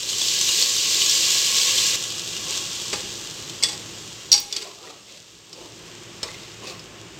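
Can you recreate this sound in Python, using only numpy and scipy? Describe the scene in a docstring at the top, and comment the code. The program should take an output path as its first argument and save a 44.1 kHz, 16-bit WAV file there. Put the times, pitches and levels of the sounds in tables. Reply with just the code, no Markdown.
"""Over the rumble of a gas burner, water pours into a hot pressure cooker of frying masala.
It seethes, gulps and spits as it flashes to steam; after two seconds only a fading fizz is left.
Then a steel ladle stirs the gravy, scraping the wall and clanking on the pot, close by in a tiled kitchen.
After the loudest clank, rumble and fizz sink for about a second, and return under the last strokes."""
import sys
import numpy as np
from scipy import signal
from scipy.fft import rfft, irfft, next_fast_len
from scipy.io import wavfile
from scipy.ndimage import map_coordinates

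SR = 44100
rng = np.random.default_rng(int(sys.argv[2]) if len(sys.argv) > 2 else 0)


def bounce(signal):
    """Save signal as a 16-bit WAV file at the path given by the first command-line argument."""
    frames = np.transpose(np.atleast_2d(signal))
    limited = np.clip(frames, -1, 1)
    pcm = np.round(limited * 32767).astype(np.int16)
    wavfile.write(sys.argv[1], SR, pcm)


N = 317400

POUR_END_S = 1.962
# The colour of frying fat. Each row: frequency in Hz, relative level in dB.
FIZZ = [(200, -22), (1400, -14.5), (2200, -18), (2700, -3.5), (3200, 3.5), (4200, 1), (5500, 1.5),
        (7200, 1), (8300, -4.5), (9400, -19), (11000, -21.5), (13000, -17), (16000, -25)]


def amp(db):
    return 10 ** (np.asarray(db) / 20)


def unit(x):
    return x / np.sqrt(np.mean(x ** 2) + 1e-20)


def along(points, hz):
    """Read a curve of (Hz, value) points on a log frequency axis."""
    f, v = np.transpose(points)
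    return np.interp(np.log(hz + 1), np.log(f + 1), v)


def wobble(rate):
    """A smooth random curve, rate knots a second."""
    return map_coordinates(rng.standard_normal(int(N * rate / SR) + 4), [np.arange(N) * rate / SR])


def swell(s, length):
    """A smooth bump of height 1 around time s."""
    return np.exp(-np.pi * ((np.arange(N) / SR - s) / length) ** 2)


def add(track, s, sound):
    """Mix a sound into a track at time s."""
    room_left = track[max(round(s * SR), 0):]
    room_left[:len(sound)] += sound[:len(room_left)]


def coloured(x, spectrum):
    """x through a causal filter of unit energy with the given spectrum."""
    size = 8192
    cepstrum = irfft(np.log(amp(along(spectrum, np.fft.rfftfreq(size, 1 / SR)))))
    cepstrum[1:size // 2] *= 2
    cepstrum[size // 2 + 1:] = 0
    kernel = irfft(np.exp(rfft(cepstrum)))
    return signal.fftconvolve(x, kernel / np.linalg.norm(kernel))[:len(x)]


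def filtered(x, response):
    """x through a complex frequency response."""
    size = next_fast_len(N + SR // 2)
    return irfft(rfft(x, size) * response(np.fft.rfftfreq(size, 1 / SR)), size)[:N]


def resonance(f, hz, width):
    """Response of one resonance, 1 at its peak."""
    return 1j * f * width / (hz * hz - f * f + 1j * f * width)


def clicks(rate, spread_db):
    """Random impulses of unequal size, about rate a second, rms 1."""
    impulses = (rng.random(N) < rate / SR) * rng.choice([-1, 1], N)
    return unit(impulses * amp(spread_db * np.clip(rng.standard_normal(N), -3, 3)))


def bubbles(count, hz, scatter, cycles, spread_db, rise, size):
    """Damped tones at random times, each size samples long and rising in pitch, rms 1."""
    onsets = (rng.random(count) * N).astype(int)
    pitch_hz = np.minimum(hz * np.exp(scatter * rng.standard_normal(count)), SR / 3)
    strength = amp(spread_db * np.minimum(rng.exponential(size=count), 5))
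    turns = pitch_hz[:, None] * np.arange(size) / SR
    age = turns / cycles
    grains = strength[:, None] * np.exp(-age) * np.sin(2 * np.pi * turns * (1 + rise * age))
    positions = onsets[:, None] + np.arange(size)
    return unit(np.bincount(positions.ravel(), grains.ravel(), N)[:N])


def ring(modes, t):
    """Decaying modes, struck with fresh strengths."""
    jitter_db = rng.uniform(-2, 2, len(modes))
    return sum(amp(db + extra - 60 * t / t60) * np.sin(2 * np.pi * (hz * t + rng.random()))
               for (hz, db, t60), extra in zip(modes, jitter_db))


def pot_air(x):
    """The air standing in the pot resonates when x drives it, rms 1."""
    # The air's modes. Each row: frequency in Hz, width in Hz, relative level in dB.
    cavity = [(342, 6.3, 0), (507, 27, 0.5), (1096, 45, 3), (1675, 39, 1.5), (1996, 36, 2.5),
              (2380, 240, 1), (2826, 150, 7.5)]
    return unit(filtered(x, lambda f: sum((-1) ** k * amp(db) * resonance(f, hz, width)
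                                          for k, (hz, width, db) in enumerate(cavity))))


def burner():
    """The low rush of the gas flame, coloured by the pot above it, with a faint hum in the kitchen."""
    # The rumble's fader moves, before the dip. Each row: time in seconds, level in dB.
    rumble = [(0, -45), (1.4, -45), (1.9, -42.5), (3.8, -42), (4.3, -45.5), (7.2, -44)]
    # The flame's colour. Each row: frequency in Hz, relative level in dB.
    flame_colour = [(20, -36), (30, -30), (40, -26), (50, 1), (72, -5.5), (105, 2), (170, 3), (270, -4),
                    (340, 5), (500, -3.5), (720, -8.5), (1100, -7.5), (1500, -9.5), (3000, -8.5),
                    (9000, -46.5)]
    t = np.arange(N) / SR
    level_db = np.interp(t, *np.transpose(rumble)) + dip(depth_db=-9)
    hum = amp(-9) * np.sin(2 * np.pi * 110 * t + 0.21 * wobble(4.9))
    flame = unit(coloured(rng.standard_normal(N), flame_colour))
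    air = amp(-15.5) * pot_air(coloured(rng.standard_normal(N), flame_colour))
    return amp(level_db) * (flame + hum + air)


def pour_levels():
    """Sizzle and pot air in dB: both follow the stream; the air gains as the pot fills and at each gulp."""
    # The stream gulps and drags air under. Each row: time in seconds, lift of the pot air in dB.
    gulps = [(0.32, 2.5), (0.49, 3), (0.624, 4), (1.58, 2.5), (1.7, 3)]
    splash_db, full_db, spread_s = -34, -20.5, 0.19
    fill_db_per_s, gulp_share = 2.5, 0.31
    t = np.arange(N) / SR
    stream_db = full_db + (splash_db - full_db) * np.exp(-t / spread_s)  # water spreads over hot metal
    stream_db -= 3 * swell(0.75, length=0.17)  # the stream slackens once
    thinning_db = -1.5 * np.clip(1 - (POUR_END_S - t) / 0.35, 0, 1)
    gulp_db = sum(lift_db * swell(s, length=0.039) for s, lift_db in gulps)
    sizzle_db = stream_db + thinning_db + gulp_share * gulp_db
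    air_db = stream_db - 17 + fill_db_per_s * np.minimum(t, POUR_END_S) + gulp_db
    return sizzle_db, air_db


def pour():
    """Water flashes to steam in countless tiny bursts that sound the air in the pot; the stream gurgles."""
    # The steam's colour. Each row: frequency in Hz, relative level in dB.
    seethe_colour = [(200, -35), (1400, -23.5), (2000, -12.5), (2500, -10), (3000, -1), (4500, 1.5),
                     (6000, 1.5), (7500, 2), (8300, -4.5), (9300, -17.5), (11000, -17), (13000, -14.5),
                     (16000, -21)]
    sizzle_db, air_db = pour_levels()
    flowing = np.clip((POUR_END_S - np.arange(N) / SR) / 0.0033, 0, 1)
    bursts = clicks(rate=9000, spread_db=3)
    froth = bubbles(count=12000, hz=4504, scatter=0.355, cycles=17, spread_db=2, rise=0.018, size=200)
    steam = unit(coloured(bursts + amp(-8.5) * froth, seethe_colour))
    seethe = amp(sizzle_db + 0.9 * wobble(30.76)) * steam
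    # larger, lower bubbles come up as the pot fills
    boil = bubbles(count=3500, hz=2884, scatter=0.142, cycles=21, spread_db=2.5, rise=0.005, size=600)
    air = amp(air_db) * (pot_air(clicks(rate=3000, spread_db=3)) + amp(-4.5) * boil)
    gurgle = bubbles(count=1400, hz=441.7, scatter=0.213, cycles=5.3, spread_db=1, rise=0.012, size=2000)
    return flowing * (seethe + air + amp(-48.5) * gurgle)


def fry_level():
    """The fizz in dB: it grows while water comes in, then dies as the pot cools, flaring when stirred."""
    # The ladle turns wet gravy onto hot metal. Each row: middle and length in seconds, lift in dB.
    flares = [(2.542, 0.12, 5), (2.823, 0.5, 3.5), (5.999, 0.2, 0)]
    dry_db, wet_db, simmer_db, cool_s = -33.5, -29.5, -55, 4.14
    t = np.arange(N) / SR
    wetting_db = dry_db + (wet_db - dry_db) * t / POUR_END_S
    cooling_db = simmer_db + (wet_db - simmer_db) * np.exp((POUR_END_S - t) / cool_s)
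    flare_db = sum(lift_db * swell(s, length) for s, length, lift_db in flares)
    return np.minimum(wetting_db, cooling_db) + flare_db + dip(depth_db=-5.5)


def fry():
    """The gravy fizzes at the hot wall: fine steam hiss with crackles on top, sounding the pot's air."""
    hiss = clicks(rate=15000, spread_db=0.5)
    crackle = amp(-4.5) * clicks(rate=900, spread_db=8.5)
    level_db = fry_level() + 0.38 * wobble(27)
    air = amp(-12.5) * pot_air(clicks(rate=4000, spread_db=5))
    return amp(level_db) * (unit(coloured(hiss + crackle, FIZZ)) + air)


def spatter(count, until_s, centre_hz):
    """Time, snap level and pitch of lesser drops that burst at random, just above the sizzle."""
    sizzle_db = np.where(np.arange(N) / SR < POUR_END_S, pour_levels()[0], fry_level())
    drops = []
    for when, size, pitch in rng.random((count, 3)):
        s = when * until_s
        snap_db = sizzle_db[int(s * SR)] + 3 + 5 * (size - 0.5)
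        drops.append((s, snap_db, centre_hz * 2 ** (1.4 * (pitch - 0.5))))
    return drops


def spits():
    """Drops burst in the fat with a snap and a plink, clear in running water, faint in thick gravy."""
    # The biggest drops. Each row: start in seconds, snap level in dB, plink pitch in Hz.
    big_drops = [(0.032, -25, 3950), (0.0906, -22, 4320), (0.131, -20.5, 3050), (0.2162, -16, 3440),
                 (0.4121, -14, 6120), (0.49, -15, 2865), (0.625, -12.5, 4360), (0.7651, -17, 3680),
                 (1.096, -13.5, 5600), (1.7811, -14, 3510), (2.038, -21, 3580), (2.104, -25, 3620),
                 (2.366, -23, 2850), (3.497, -27, 4360)]
    track, t = np.zeros(N), np.arange(SR // 20) / SR
    for s, snap_db, hz in big_drops + spatter(count=14, until_s=1.9, centre_hz=4570):
        plink_db = snap_db + (0.5 if s < POUR_END_S else -7)
        snap = coloured(rng.standard_normal(len(t)) * amp(-60 * t / 0.023), FIZZ)
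        plink = np.sin(2 * np.pi * hz * t) * amp(-60 * t / 0.044)
        add(track, s, amp(snap_db) * snap + amp(plink_db) * plink)
    return track


def scrapes():
    """The ladle's edge slips in tiny jerks that rasp and sound a hollow tone; its bowl pushes the gravy."""
    # Drags along the wall. Each row: middle and length in seconds, rasp and slosh in dB, tone in Hz.
    strokes = [(2.5, 0.12, -42, -43.5, 1054), (4.586, 0.14, -37, -50.5, 406), (4.673, 0.12, -48, -46, 1010),
               (4.878, 0.16, -45.5, -45.5, 1190), (5.128, 0.11, -46, -58.5, 550),
               (5.606, 0.14, -48.5, -44.5, 370), (6.266, 0.071, -43.5, -42, 1090),
               (6.398, 0.3, -43.5, -64, 3660), (6.636, 0.029, -44, -37, 336),
               (6.686, 0.05, -37, -39.5, 2560), (6.719, 0.065, -45, -43, 1080)]
    # The colours of scraped steel and pushed gravy. Each row: frequency in Hz, relative level in dB.
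    rasp_colour = [(300, -44), (1500, -5.5), (2600, 9), (4800, 6.5), (7600, 1), (9400, -14), (16000, -18)]
    slosh_colour = [(100, -22), (300, -4), (420, -1), (750, -6), (1130, -2.5), (1500, -30.5), (3000, 3.5),
                    (9000, -65)]
    slips = clicks(rate=2500, spread_db=3.5) * amp(2.7 * wobble(110))
    squeaks = bubbles(count=2200, hz=3557, scatter=0.4, cycles=21, spread_db=5, rise=0.0018, size=1500)
    rasp = unit(coloured(slips, rasp_colour)) + amp(-9.5) * squeaks
    plops = bubbles(count=900, hz=708, scatter=0.564, cycles=17, spread_db=-0.5, rise=0.012, size=2000)
    slosh = unit(coloured(unit(slips) + amp(-8.5) * plops, slosh_colour))
    track = np.zeros(N)
    for s, length, rasp_db, slosh_db, tone_hz in strokes:
        hollow_db = (rasp_db + slosh_db) / 2 - 4
        hollow = unit(filtered(slips, lambda f: resonance(f, tone_hz, width=160) ** 2))
        track += swell(s, length) * (amp(rasp_db) * rasp + amp(slosh_db) * slosh + amp(hollow_db) * hollow)
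    return track


def blow_levels(strength_db, t60, depth):
    """Gains of one blow's layers in dB: a little gravy damps the ladle, only deep gravy gives a knock."""
    usual_contact_s, doubling_db = 0.096, 13.5  # a longer contact drives the pot's wall harder
    knock_db = -25 + 26.5 * depth ** 3
    ladle_db = 2 - 30.5 * np.sqrt(depth)
    pot_db = -14 + 3.5 * depth + doubling_db * np.log2(t60 / usual_contact_s)
    note_db = 2 - 4.5 * np.sqrt(depth)
    return strength_db + np.array([knock_db, ladle_db, pot_db, note_db])


def clanks():
    """Each contact gives a bright clash and a dull knock; ladle and pot ring, damped by the gravy."""
    # The ladle hits the pot. Each row: start in seconds, strength in dB, contact t60 in seconds,
    # depth in the gravy from 0 to 1, note of the contact point in Hz.
    blows = [(2.9296, -22, 0.11, 0.98, 4670), (3.626, -19.5, 0.093, 0.33, 2150),
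             (3.635, -12, 0.065, 0.52, 3420), (3.643, -24.5, 0.032, 0.3, 1930),
             (3.686, -25.5, 0.11, 0.5, 4780), (3.729, -31, 0.097, 0.6, 4850),
             (4.3171, -16.5, 0.061, 0.02, 5570), (4.3265, -15, 0.06, 0.02, 4600),
             (4.339, -17.5, 0.12, 0.04, 5250), (4.378, -23.5, 0.076, 0.26, 4740),
             (4.5255, -22.5, 0.032, 0.23, 3480), (4.564, -20.5, 0.044, 0.5, 4710),
             (4.624, -29, 0.022, 0.6, 4840), (5.529, -36.5, 0.043, 0.3, 5120),
             (6.2304, -20, 0.038, 0.84, 5240), (6.794, -33, 0.012, 0.6, 5100)]
    # The modes of ladle and pot wall. Each row: frequency in Hz, relative level in dB, t60 in seconds.
    ladle_modes = [(3060, -16, .15), (3650, -3, 0.059), (4110, -25, 0.11), (4130, 0, 0.11),
                   (4480, 3.5, 0.12), (4765, 7.5, 0.052), (4720, -2, .15), (5150, -4, 0.16),
                   (5900, -6, 0.11), (5630, 13.5, 0.038), (5900, -26, .08), (6650, 1, 0.073),
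                   (6700, -10, 0.049), (7780, -33, 0.14), (8100, -11, 0.13), (9050, -10, 0.046),
                   (11100, -15, .05), (11800, -14, 0.076), (12600, -20, .05)]
    pot_modes = [(505, -8, .16), (824, 0, .22), (1070, -8, .14), (1640, -11, .14), (2218, -7, .15),
                 (2509, -7, .18)]
    # The colours of the impact. Each row: frequency in Hz, relative level in dB.
    clash_colour = [(300, -21), (1500, -21), (2200, -9.5), (3400, -2), (4800, 3), (6500, -5.5),
                    (8100, -0.5), (9400, -23), (12000, -23), (16000, -34)]
    knock_colour = [(60, -6), (180, -4.5), (340, -3.5), (520, 0), (750, -7.5), (1060, -3), (1500, -10),
                    (2500, -6.5), (5000, -22), (12000, -40)]
    track, t = np.zeros(N), np.arange(SR // 2) / SR
    for s, clash_db, t60, depth, note_hz in blows:
        knock_db, ladle_db, pot_db, note_db = blow_levels(clash_db, t60, depth)
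        clash = coloured(rng.standard_normal(len(t)) * amp(-60 * t / t60), clash_colour)
        knock = coloured(rng.standard_normal(len(t)) * amp(-60 * t / 0.1), knock_colour)
        choke = amp(-5.5) + amp(-60 * t / 0.05)  # pressed to the wall, the ladle loses its first swing
        steel = amp(ladle_db) * ring(ladle_modes, t) * choke
        note = amp(note_db) * ring([(note_hz, 0, 0.06)], t)
        ladle = (steel + note) * (1 - np.exp(-t / 0.00052))
        pot = ring(pot_modes, t) * (1 - np.exp(-t / 0.005))
        add(track, s, amp(clash_db) * clash + amp(knock_db) * knock + ladle + amp(pot_db) * pot)
    return track


def dip(depth_db):
    """Gain in dB as the background sinks after the loudest clank and comes back."""
    sink_at_s, fall_s, return_at_s, rise_s = 4.34, 0.25, 5.4, 0.5
    t = np.arange(N) / SR
    return depth_db * np.clip(np.minimum((t - sink_at_s) / fall_s, 1 - (t - return_at_s) / rise_s), 0, 1)


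def tick():
    """A thin, high tick rings just after the loudest clank."""
    # Its partials. Each row: frequency in Hz, level in dB, t60 in seconds.
    partials = [(9800, -34, .04), (14700, -28, .025), (15500, -28, .045)]
    track = np.zeros(N)
    add(track, 4.3995, ring(partials, np.arange(SR // 10) / SR))
    return track


def kitchen(x):
    """The tiled walls answer 5 ms later with a short tail in which the bass lasts longest."""
    # The room's decay. Each row: frequency in Hz, t60 in seconds.
    decay = [(150, 0.99), (1000, 0.66), (5000, 0.28), (14000, 0.57)]
    hz, t, noise = signal.stft(rng.standard_normal(SR // 2), SR, nperseg=256)
    tail = signal.istft(noise * amp(-60 * t / along(decay, hz)[:, None]), SR, nperseg=256)[1]
    return signal.fftconvolve(np.pad(x, (SR // 200, 0)), tail / np.linalg.norm(tail))[:N]


def scene():
    """Ladle and sizzle, each with its share of the room, over the burner, in mono."""
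    ladle = clanks() + scrapes()
    sizzle = pour() + fry() + spits()
    direct = ladle + sizzle + tick()
    room = amp(-7) * kitchen(ladle) + amp(-10) * kitchen(sizzle)
    return (direct + room + burner())[None]


def record(dry):
    """The loudest peaks are rounded off and the very top of the treble is cut."""
    ceiling, top_hz = 0.9, 15850
    rounded = dry[0] / (1 + (dry[0] / ceiling) ** 6) ** (1 / 6)
    return filtered(rounded, lambda hz: hz < top_hz)[None]


dry = scene()
out = record(dry)
bounce(out)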